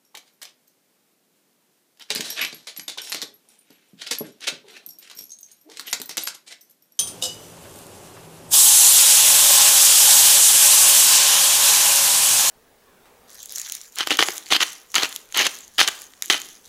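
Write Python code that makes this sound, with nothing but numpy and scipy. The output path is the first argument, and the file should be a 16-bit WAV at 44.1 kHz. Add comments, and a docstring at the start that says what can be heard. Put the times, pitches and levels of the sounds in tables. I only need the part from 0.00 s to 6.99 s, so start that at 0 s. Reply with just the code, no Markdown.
"""Claws click and scratch, pads scuff and paws thump as a large dog scrambles on a wooden floor indoors.
Two metal collar tags jingle on their ring and clip; soft creaks and a quiet hiss lie beneath.
Clicks are millisecond noise cracks with plank modes; scuffs are band-passed grit under a stroke.
Thumps, tags, ring and clip are decaying sine modes; creaks are gliding tones.
All but the hiss pass through near echoes and a short decaying tail."""
import sys
import numpy as np
from scipy import signal
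from scipy.fft import rfft, irfft, next_fast_len
from scipy.io import wavfile
from scipy.ndimage import uniform_filter1d

SR = 44100
rng = np.random.default_rng(int(sys.argv[2]) if len(sys.argv) > 2 else 0)


def digitize_waveform(pressure):
    """Quantize a signal to 16-bit integers and store it at the path in sys.argv[1].

    Rows of a 2-D input are taken as channels; values are limited to [-1, 1].
    """
    field = np.atleast_2d(pressure).T
    bounded = np.clip(field, -1, 1)
    quanta = np.round(bounded * 32767).astype(np.int16)
    wavfile.write(sys.argv[1], SR, quanta)


def attenuation_scalar(level_db):
    """Turn a level in dB into a linear amplitude multiplier (20 dB per decade)."""
    decades = np.asarray(level_db, float) / 20
    return 10 ** decades


N = 308259
SHORT, LONG = SR // 4, SR // 2  # samples: longest thump, knock or creak; longest scuff or room tail

# Claws striking the boards. 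Each row: start in seconds, relative peak in dB, relative treble share in dB.
CLAWS = [(0.1507, -26.5, -1), (0.172, -28.5, -12), (0.4165, -31.5, 3), (0.4216, -30, -8), (0.4287, -27, 10),
         (0.453, -29.5, -14), (0.494, -44, -25), (1.973, -47, -2), (1.997, -36, -3), (2.022, -34, -15),
         (2.104, -7.5, -15), (2.15, -13, 10), (2.1589, -13.5, -12), (2.2078, -11, -5), (2.4485, -17, -19),
         (2.527, -26.5, -22), (2.671, -27, -23), (2.7642, -29, -3), (2.796, -20, -32), (2.88, -25.5, 5),
         (2.8977, -22.5, -19), (2.976, -27, -6), (3.0726, -28, -1), (3.0965, -24, -25), (3.12, -14.5, -15),
         (3.1251, -14, -14), (3.13, -20, -15), (3.146, -14, -8), (3.2173, -13, -22), (3.2241, -17.5, -12),
         (3.705, -42, -1), (4.1116, -16.5, -25), (4.1511, -19, -24), (4.0739, -23.5, -20),
         (4.407, -34.5, -20), (4.423, -43, -29), (4.479, -17, -14), (4.767, -40, -23), (4.775, -36, -26),
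         (4.888, -41, 21), (5.099, -32, -18), (5.1128, -34, -10), (5.699, -37.5, -14), (5.7715, -24, -26),
         (5.778, -31, -12), (5.7957, -17.5, -14), (5.809, -26.5, 6), (5.885, -34, -15), (5.9286, -8, -9),
         (6.0004, -21.5, 0), (6.0166, -17, 11.5), (6.0933, -21.5, -3), (6.1707, -10.5, -1),
         (6.18, -18, -24), (6.271, -19.5, -22), (6.2738, -14.5, -9.5), (6.286, -24, -18)]
# Colour of nail on varnished wood. Each row: frequency in Hz, relative density in dB per Hz.
CLICK_SPECTRUM = [(150, -30.5), (1100, -7), (2500, -4.5), (4200, 0.5), (6500, -3), (11000, -12.5),
                  (15000, -22.5)]
# Varnished plank top, rung by the nails. Each row: nominal mode in Hz, relative level in dB.
PLANK_MODES = [(1780, -8.5), (2230, -6), (2680, -0.5), (3350, 1), (4250, 6), (5300, -8.5), (7500, -5.5)]
PLANK_DB, PLANK_T60_S = -11, 0.022  # level re the crack
CRACK_RISE_TAU_S, CRACK_T60_S = 0.00051, 0.0025
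CRACK_TAIL_DB, CRACK_TAIL_T60_S = -16, 0.02
LUMPS_DB = 2.2  # each patch of floor rings in its own bands

# Pads and nails dragging over the grain. Each row: time of the peak in seconds, level in dB,
# relative treble share in dB, rise in seconds, fall t60 in seconds.
SCUFFS = [(0.152, -41.5, -21, 0.0088, 0.066), (0.177, -41, -5, 0.01, 0.035), (.273, -61, -6, 0.03, 0.13),
          (0.421, -40.5, -10, 0.0077, 0.16), (0.471, -53, -31, 0.012, 0.12),
          (2.017, -43.5, -20, 0.032, 0.063), (2.099, -43.5, -26, 0.018, 0.034),
          (2.108, -19, -18, 0.0027, 0.076), (2.157, -32, -5, 0.0063, 0.4), (2.211, -25, 5, 0.0069, 0.012),
          (2.25, -36.5, -3, 0.039, 1), (2.388, -27, -19, 0.045, 0.22), (2.425, -22.5, -30, 0.041, 0.12),
          (2.53, -36.5, -9, 0.005, 0.021), (2.675, -32, -9.5, 0.01, 0.14), (2.77, -43, 1, 0.016, 0.084),
          (2.882, -32, -10, 0.0042, 0.19), (2.983, -30.5, -27.5, 0.013, 0.11),
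          (3.038, -41.5, 1.5, 0.039, 0.56), (3.123, -28.5, -12, 0.0065, 0.042),
          (3.154, -34, -10, 0.0086, 0.23), (3.227, -32, -9, 0.012, 0.04), (3.519, -64.5, 5, 0.12, 0.85),
          (3.71, -62, -5, 0.11, 0.97), (3.999, -49, -16, 0.037, 0.97), (4.018, -32, -17, 0.012, 0.074),
          (4.069, -28.5, -24, 0.0091, 0.077), (4.113, -19.5, -3, 0.0083, 0.073),
          (4.25, -48, -43.5, .04, 0.081), (4.269, -53.5, 2.5, 0.069, 0.26),
          (4.443, -36.5, -15, 0.054, 0.11), (4.481, -19.5, -14.5, 0.018, 0.049),
          (4.54, -45.5, -19, 0.014, 0.15), (4.7, -49, -7, 0.083, 0.47), (4.77, -43, -22, .06, 0.037),
          (5.026, -47, -7, 0.01, 0.096), (5.059, -54, -3.5, 0.11, 0.45), (5.113, -48, -14, 0.03, 0.18),
          (5.189, -45.5, 1, 0.017, 0.16), (5.497, -60, -2, 0.055, 0.38), (5.721, -52, -7.5, 0.06, 1),
          (5.8, -41, 9.5, 0.02, 0.038), (5.882, -40, -12, 0.053, 0.2), (5.932, -15, -9, 0.0042, 0.02),
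          (6.095, -31.5, -11, 0.0056, 0.14), (6.179, -21.5, -1, 0.0046, 0.028),
          (6.216, -35.5, 3, 0.029, 0.19), (6.285, -30.5, 0.5, 0.013, 0.044), (6.35, -41, -1, 0.019, 0.069),
          (6.475, -45, -8, 0.018, 0.22), (6.528, -38.5, -6.5, 0.051, 0.036)]
# A scuff centres higher when bright (more nail than pad), lower when it starts slowly.
SCUFF_HZ, HZ_PER_TREBLE_DB, DULLER_HZ_PER_RISE_S = 4970, 60, 15900
RASP_DB, RASP_DB_PER_TREBLE_DB = -15, -0.27  # dull drags rasp more in a narrower band
# The body shifting its weight, a low soft rub. Each row: time of the peak in seconds, level in dB.
SHUFFLES = [(3.451, -69), (4.692, -58.5), (5.702, -59)]
SHUFFLE_HZ, SHUFFLE_TREBLE_DB, SHUFFLE_RISE_S, SHUFFLE_FALL_T60_S = 413, -5.5, 0.019, 1

# Paws landing. Each row: start in seconds, relative level in dB, hardness in dB per octave on the modes.
THUMPS = [(0.145, -63, 24.5), (2.105, -32.5, 13), (2.158, -25.5, -2), (2.195, -23, 0.5), (2.442, -42.5, 14),
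          (2.528, -31, -3.5), (2.786, -36.5, -13), (2.88, -46, 0), (2.973, -54.5, 22.5), (3.144, -33, 8),
          (3.228, -33, 9.5), (3.703, -42, 4), (3.932, -40.5, -30), (4.111, -32, 4), (4.208, -18.5, 5),
          (4.523, -30.5, -5.5), (4.873, -45.5, -10), (5.164, -47, -13), (5.208, -43.5, -5),
          (5.935, -38, -6), (5.9997, -32.5, 3.5), (6.093, -43, -6), (6.176, -31, 0), (6.271, -45, 6)]
# Floorboards. Each row: nominal mode in Hz, relative level in dB, t60 in seconds.
BOARD_MODES = [(182, -1.5, 0.032), (243.3, -0.5, 0.038), (310, -1.5, 0.048), (410, 1, 0.035),
               (554, -6.5, 0.036), (853, -9, 0.018), (1050, -18.5, 0.028)]
HOLLOW_DB_PER_OCTAVE2 = 1  # a knock gathers round one pitch

# Metal parts. Each row: nominal mode in Hz, relative level in dB, t60 in seconds,
# dB gained per step from a flat to an edge-on blow.
LARGE_TAG_MODES = [(11540, -0.5, 0.054, 0), (11840, -18, .03, 2), (5620, -18.5, 0.028, 11),
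                   (13700, -11, .03, 4)]
SMALL_TAG_MODES = [(9370, 4.5, 0.042, -2.9), (13370, -7.5, .05, -2)]
RING_MODES = [(14400, 0, .03, 0), (12600, -6, .025, 3), (8800, -14, .02, 4)]  # the ring that holds the tags
# Their knocks. Each row: start in seconds, level in dB, blow in steps from flat (-) to edge-on (+).
LARGE_TAG_KNOCKS = [(.05, -64, 3), (0.335, -59, 1), (2.302, -25, 1.58), (2.4143, -25.5, 1.3),
                    (2.5449, -33, 0), (2.774, -33, 0.5), (2.832, -39.5, 0.5), (3.018, -34.5, 2.5),
                    (3.0972, -30.5, 1.8), (3.2335, -41, -3), (3.3394, -49.5, 1), (3.502, -60.5, 3),
                    (3.7277, -52, -1.1), (3.894, -56, 1.5), (4.185, -23, 0.5), (4.3201, -52, 1.9),
                    (4.7091, -52, 2), (4.8887, -30, 0.5), (4.907, -43.5, 2.5), (4.9876, -46.5, 1.5),
                    (5.165, -44, 2), (5.172, -38, 2), (5.1884, -27.5, 1.5), (5.208, -42, 2),
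                    (5.2384, -45, 0.5), (5.294, -53, 3), (5.567, -52, 1.2), (5.6117, -50.5, 2),
                    (5.87, -29.5, 0.76), (5.912, -34, 1.5), (6.235, -22, -2.5), (6.3463, -36, -1),
                    (6.614, -44.5, 1.5), (6.6965, -41, -1.5), (6.8226, -45.5, 1.16), (6.921, -52, 1.6)]
SMALL_TAG_KNOCKS = [(3.487, -50, -0.17), (3.589, -54, -0.18), (3.8846, -59, -1.1), (5.3046, -53, 0),
                    (5.3865, -43.5, 0.88), (5.5152, -42, -1.7), (5.898, -45, -0.62), (6.621, -49, 0)]
RING_KNOCKS = [(.6784, -49, -1), (2.19, -40, 0), (3.017, -33, 0), (4.8624, -30, 1), (4.9863, -35.5, 1),
               (5.15, -37, .4), (5.189, -33, -1.1), (5.2397, -40, 1), (5.409, -42.5, -1), (5.866, -36, 0),
               (6.058, -33, -1), (6.35, -51, -0.045), (6.6095, -40, -1), (6.709, -43.5, -0.76),
               (6.971, -50.5, -0.76)]
# The collar clip, a damped ring whose pitch varies from knock to knock.
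# Each row: start in seconds, level in dB, nominal pitch in Hz.
CLIP_KNOCKS = [(.6749, -53, 6430), (5.2394, -47, 6200), (5.262, -46, 6600), (5.3046, -37.5, 6350),
               (5.318, -31.5, 6420), (5.335, -42, 6410), (5.3872, -35.5, 6570), (5.43, -34, 6370),
               (5.475, -53, 6370), (5.5137, -44, 6560), (6.345, -48, 6350), (6.613, -43, 6140)]
CLIP_T60_S, CLIP_PARTNER_RATIO, CLIP_PARTNER_DB = 0.03, 0.9, -11  # a second mode sits just below
SCATTER_DB = 2  # each blow favours other modes

# A low wavering hum as the body leans, perhaps a board creaking under the weight.
# Each row: start in seconds, length in seconds, level in dB, first pitch in Hz, last pitch in Hz.
CREAKS = [(4.627, .085, -50.5, 399.5, 462), (5.645, 0.082, -48.5, 290, 560)]

# Decay of the room tail. Each row: frequency in Hz, t60 in seconds.
ROOM_T60 = [(150, 0.42), (500, 0.34), (2000, 0.27), (5000, 0.24), (14000, 0.14)]
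# Near walls and furniture. Each row: nominal delay in seconds, level in dB.
ECHOES = [(.0045, -11.5), (.008, -20.5), (.013, -17.5), (.019, -16.5)]
# Hiss colour. Each row: frequency in Hz, relative density in dB per Hz.
HISS_SPECTRUM = [(40, -46), (100, -5.5), (240, -3), (500, -8.5), (1100, -15.5), (3000, -17), (8000, -18),
                 (14600, -18.5), (16000, -29.5)]
HISS_DB = -66


def evened(x):
    """Scales to rms 1."""
    return x / np.sqrt(np.mean(x ** 2) + 1e-20)


def read(points, hz):
    """Reads a spectrum table on a log-frequency axis."""
    f, value = np.transpose(points)
    return np.interp(np.log(hz + 1), np.log(f + 1), value)


def add(mix, s, sound):
    """Mixes a sound in at s seconds."""
    part = mix[round(s * SR):][:len(sound)]
    part += sound[:len(part)]


def coloured(x, points):
    """Filters x by the gains of a table, without phase shift."""
    size = next_fast_len(len(x))
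    gain = attenuation_scalar(read(points, np.fft.rfftfreq(size, 1 / SR)))
    return irfft(rfft(x, size) * gain, size)[:len(x)]


def between(x, low_hz, high_hz):
    """Four-pole band-pass."""
    return signal.sosfilt(signal.butter(2, [low_hz, high_hz], "band", fs=SR, output="sos"), x)


def above(x, hz):
    """Two-pole high-pass."""
    return signal.sosfilt(signal.butter(2, hz, "high", fs=SR, output="sos"), x)


def colour_taps(points):
    """Causal filter with the spectrum of a table: phase is the Hilbert transform of the log gain."""
    half = np.log(attenuation_scalar(read(points, np.fft.rfftfreq(2048, 1 / SR))))
    whole = np.concatenate([half, half[-2:0:-1]])
    taps = np.fft.ifft(np.exp(np.conj(signal.hilbert(whole)))).real[:512]
    return taps / np.linalg.norm(taps)


def claws():
    """A crack of a millisecond or two coloured as nail on wood; each spot of plank rings its own mode mix."""
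    out, t, wood = np.zeros(N), np.arange(1024) / SR, colour_taps(CLICK_SPECTRUM)
    decay = attenuation_scalar(-60 * t / CRACK_T60_S) + attenuation_scalar(CRACK_TAIL_DB - 60 * t / CRACK_TAIL_T60_S)
    envelope = (1 - np.exp(-t / CRACK_RISE_TAU_S)) * decay
    draws = rng.standard_normal((len(CLAWS), len(t)))
    for (s, db, treble_db), noise in zip(CLAWS, draws):
        crack = noise * envelope
        click = np.convolve(crack, wood)[:len(t)]
        click = coloured(click, np.c_[np.geomspace(500, 14000, num=12), LUMPS_DB * noise[-12:]])
        click = click + attenuation_scalar(treble_db - 3.5) * between(crack, 5700, 14400)
        ring = np.zeros(len(t))
        for (hz, mode_db), level, detune in zip(PLANK_MODES, noise[-30:], noise[-60:]):
            tone = np.sin(2 * np.pi * hz * (1 + 0.045 * detune) * t)
            ring += attenuation_scalar(mode_db + 5 * level - 60 * t / PLANK_T60_S) * tone
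        sound = click / abs(click).max() + attenuation_scalar(PLANK_DB) * ring / abs(ring).max()
        add(out, s, attenuation_scalar(db + 2.0) * sound / abs(sound).max())
    return out


def drags(rows):
    """Dense tiny slips that swell and die: a broad peak, a bright edge of its own stroke, some board body."""
    out, t = np.zeros(N), np.arange(LONG) / SR
    draws = rng.standard_normal((len(rows), 3, LONG))
    for (s, db, hz, treble_db, rise_s, t60_s), noise in zip(rows, draws):
        grit = noise[0] * attenuation_scalar(0.3 * noise[1] ** 2)  # a few slips are much larger
        stutter_db = 3.3 * evened(uniform_filter1d(noise[2], size=220))  # the pad grips and lets go
        stroke = np.where(t < rise_s, (t / rise_s) ** 2, attenuation_scalar(-60 * (t - rise_s) / t60_s))
        peak = evened(between(grit, 0.43 * hz, 1.6 * hz))
        body = attenuation_scalar(-13.5) * evened(between(grit, 330, 1000))
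        narrow = between(between(grit, 0.67 * hz, 1.28 * hz), 0.67 * hz, 1.28 * hz)
        rasp = attenuation_scalar(RASP_DB + RASP_DB_PER_TREBLE_DB * treble_db) * evened(narrow)
        lumps = np.c_[np.geomspace(300, 12000, num=28), LUMPS_DB * noise[2, :28]]
        rub = evened(coloured(peak + body + rasp, lumps))
        # the common stroke below makes the edge follow stroke ** 1.7 in all
        edge = attenuation_scalar(treble_db - 4.0) * evened(between(grit[::-1], 6000, 11000)) * stroke ** 0.7
        add(out, s - rise_s, attenuation_scalar(db + stutter_db) * (rub + edge) * stroke)
    return out


def scuffs():
    """Pads and nails drag over the grain; brightness and speed of onset set the centre pitch."""
    rows = []
    for s, db, treble_db, rise_s, t60_s in SCUFFS:
        hz = SCUFF_HZ + HZ_PER_TREBLE_DB * treble_db - DULLER_HZ_PER_RISE_S * rise_s
        rows.append((s, db, hz, treble_db, rise_s, t60_s))
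    return drags(rows)


def thumps():
    """A soft push rings the boards; each spot on the floor shifts and weights the modes a little."""
    out, t = np.zeros(N), np.arange(SHORT) / SR
    spots = rng.standard_normal((len(THUMPS), len(BOARD_MODES), 2))
    for (s, db, hard_db), spot in zip(THUMPS, spots):
        ring = np.zeros(SHORT)
        for (hz, mode_db, t60_s), (weight_db, detune) in zip(BOARD_MODES, spot):
            octaves = np.log2(hz / BOARD_MODES[1][0])
            level_db = mode_db + hard_db * octaves - HOLLOW_DB_PER_OCTAVE2 * octaves ** 2 + weight_db
            ring += attenuation_scalar(level_db - 60 * t / t60_s) * np.sin(2 * np.pi * hz * (1 + 0.028 * detune) * t)
        add(out, s, attenuation_scalar(db - 1.5) * ring * (1 - np.exp(-t / 0.0017)))
    return out


def jingle(modes, knocks):
    """Each knock rings a small metal part, which swings and chatters three more times on its neighbour."""
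    out, t = np.zeros(N), np.arange(SHORT) / SR
    draws = rng.standard_normal((len(knocks), len(modes) + 1, SHORT))
    for (s, db, edge_on), (contact, *swings) in zip(knocks, draws):
        ring, levels_db = np.zeros(SHORT), []
        for (hz, mode_db, t60_s, step_db), swing in zip(modes, swings):
            level_db = db + mode_db + edge_on * step_db + SCATTER_DB * swing[1]
            flutter_db = 3.2 * evened(uniform_filter1d(swing, size=300))
            tone = np.sin(2 * np.pi * hz * (1 + swing[0] / 300) * t)
            ring += attenuation_scalar(level_db - 60 * t / t60_s + flutter_db) * tone
            levels_db.append(level_db)
        tick = 0.55 * attenuation_scalar(max(levels_db) - 60 * t / 0.024) * between(contact, 4300, 10000)
        knock = ring * (1 - np.exp(-t / 0.001)) + tick
        add(out, s, knock)
        delays_s = np.cumsum(0.008 + 0.014 * abs(contact[-3:]))
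        for later_s, chance in zip(delays_s, contact[-6:-3]):
            add(out, s + later_s, attenuation_scalar(-5.0 - 280 * later_s + 2.3 * chance) * knock)
    return out


def clip():
    """The damped collar clip: two modes in a nominal ratio, at a pitch set for each knock."""
    out = np.zeros(N)
    for s, db, hz in CLIP_KNOCKS:
        partner = (CLIP_PARTNER_RATIO * hz, CLIP_PARTNER_DB, CLIP_T60_S, 0)
        out += jingle([(hz, 0, CLIP_T60_S, 0), partner], [(s, db, 0)])
    return out


def collar():
    tags = jingle(LARGE_TAG_MODES, LARGE_TAG_KNOCKS) + jingle(SMALL_TAG_MODES, SMALL_TAG_KNOCKS)
    return tags + jingle(RING_MODES, RING_KNOCKS) + clip()


def shuffles():
    """The body shifts its weight: the same friction as a scuff, centred low."""
    return drags([(s, db, SHUFFLE_HZ, SHUFFLE_TREBLE_DB, SHUFFLE_RISE_S, SHUFFLE_FALL_T60_S)
                  for s, db in SHUFFLES])


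def creaks():
    """A soft tone with a weak octave that glides, trembles, swells and dies."""
    out = np.zeros(N)
    draws = rng.standard_normal((len(CREAKS), SHORT))
    for (s, length_s, db, from_hz, to_hz), noise in zip(CREAKS, draws):
        u = np.arange(0, length_s, 1 / SR) / length_s
        tremble = evened(uniform_filter1d(noise, size=200))[:len(u)]
        hz = (from_hz + (to_hz - from_hz) * u ** 2) * (1 + 0.099 * tremble)
        phase = 2 * np.pi * np.cumsum(hz) / SR
        tone = np.sin(phase) + 0.3 * np.sin(2 * phase)
        add(out, s, attenuation_scalar(db + 3.3 * tremble) * np.sin(np.pi * u) * tone)
    return out


def room(x):
    """Near echoes and a dense tail with its own decay per band; three such responses trade shares in turn."""
    out, turn = x.copy(), np.arange(N) / SR / 0.21
    for place in range(3):
        taps = np.zeros(LONG)
        at = np.arange(200, LONG - 20, 20)
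        taps[at + rng.integers(0, 20, len(at))] = rng.choice([-1., 1.], len(at))
        hz, t, z = signal.stft(taps, SR, nperseg=256)
        decay = attenuation_scalar(-60 * t / read(ROOM_T60, hz)[:, None])
        tail = signal.istft(z * decay, SR, nperseg=256)[1]
        tail *= attenuation_scalar(-7.5) / np.linalg.norm(tail)
        for (s, db), stretch in zip(ECHOES, rng.uniform(0.8, 1.2, len(ECHOES))):
            tail[round(s * stretch * SR)] += attenuation_scalar(db)
        share = np.sqrt(2 / 3) * np.cos(np.pi * (turn + place / 3))  # squares sum to 1
        out += signal.oaconvolve(x * share, tail)[:N]
    return out


def hiss():
    """Steady air of the room and microphone self-noise: coloured noise, wavering slightly."""
    waver_db = 0.6 * evened(uniform_filter1d(rng.standard_normal(N), size=4000))
    return attenuation_scalar(HISS_DB + waver_db) * evened(coloured(rng.standard_normal(N), HISS_SPECTRUM))


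def scene():
    """Feet, body and collar in the room, over the hiss."""
    feet = claws() + scuffs() + thumps()
    body = shuffles() + creaks()
    return (room(feet + collar() + body) + hiss())[None]


def band_limit(x):
    """A steep low-pass at the top of the band."""
    return signal.sosfilt(signal.butter(12, 16480, fs=SR, output="sos"), x)


def record(dry):
    """The microphone's deep bass is cut steeply; a low-pass near 15.4 kHz takes off the top."""
    band = above(above(above(dry, hz=145), hz=120.0), hz=99)
    band = signal.oaconvolve(band, signal.firwin(201, 15450, fs=SR)[None], "same")
    return band_limit(band)


dry = scene()
out = record(dry)
digitize_waveform(out)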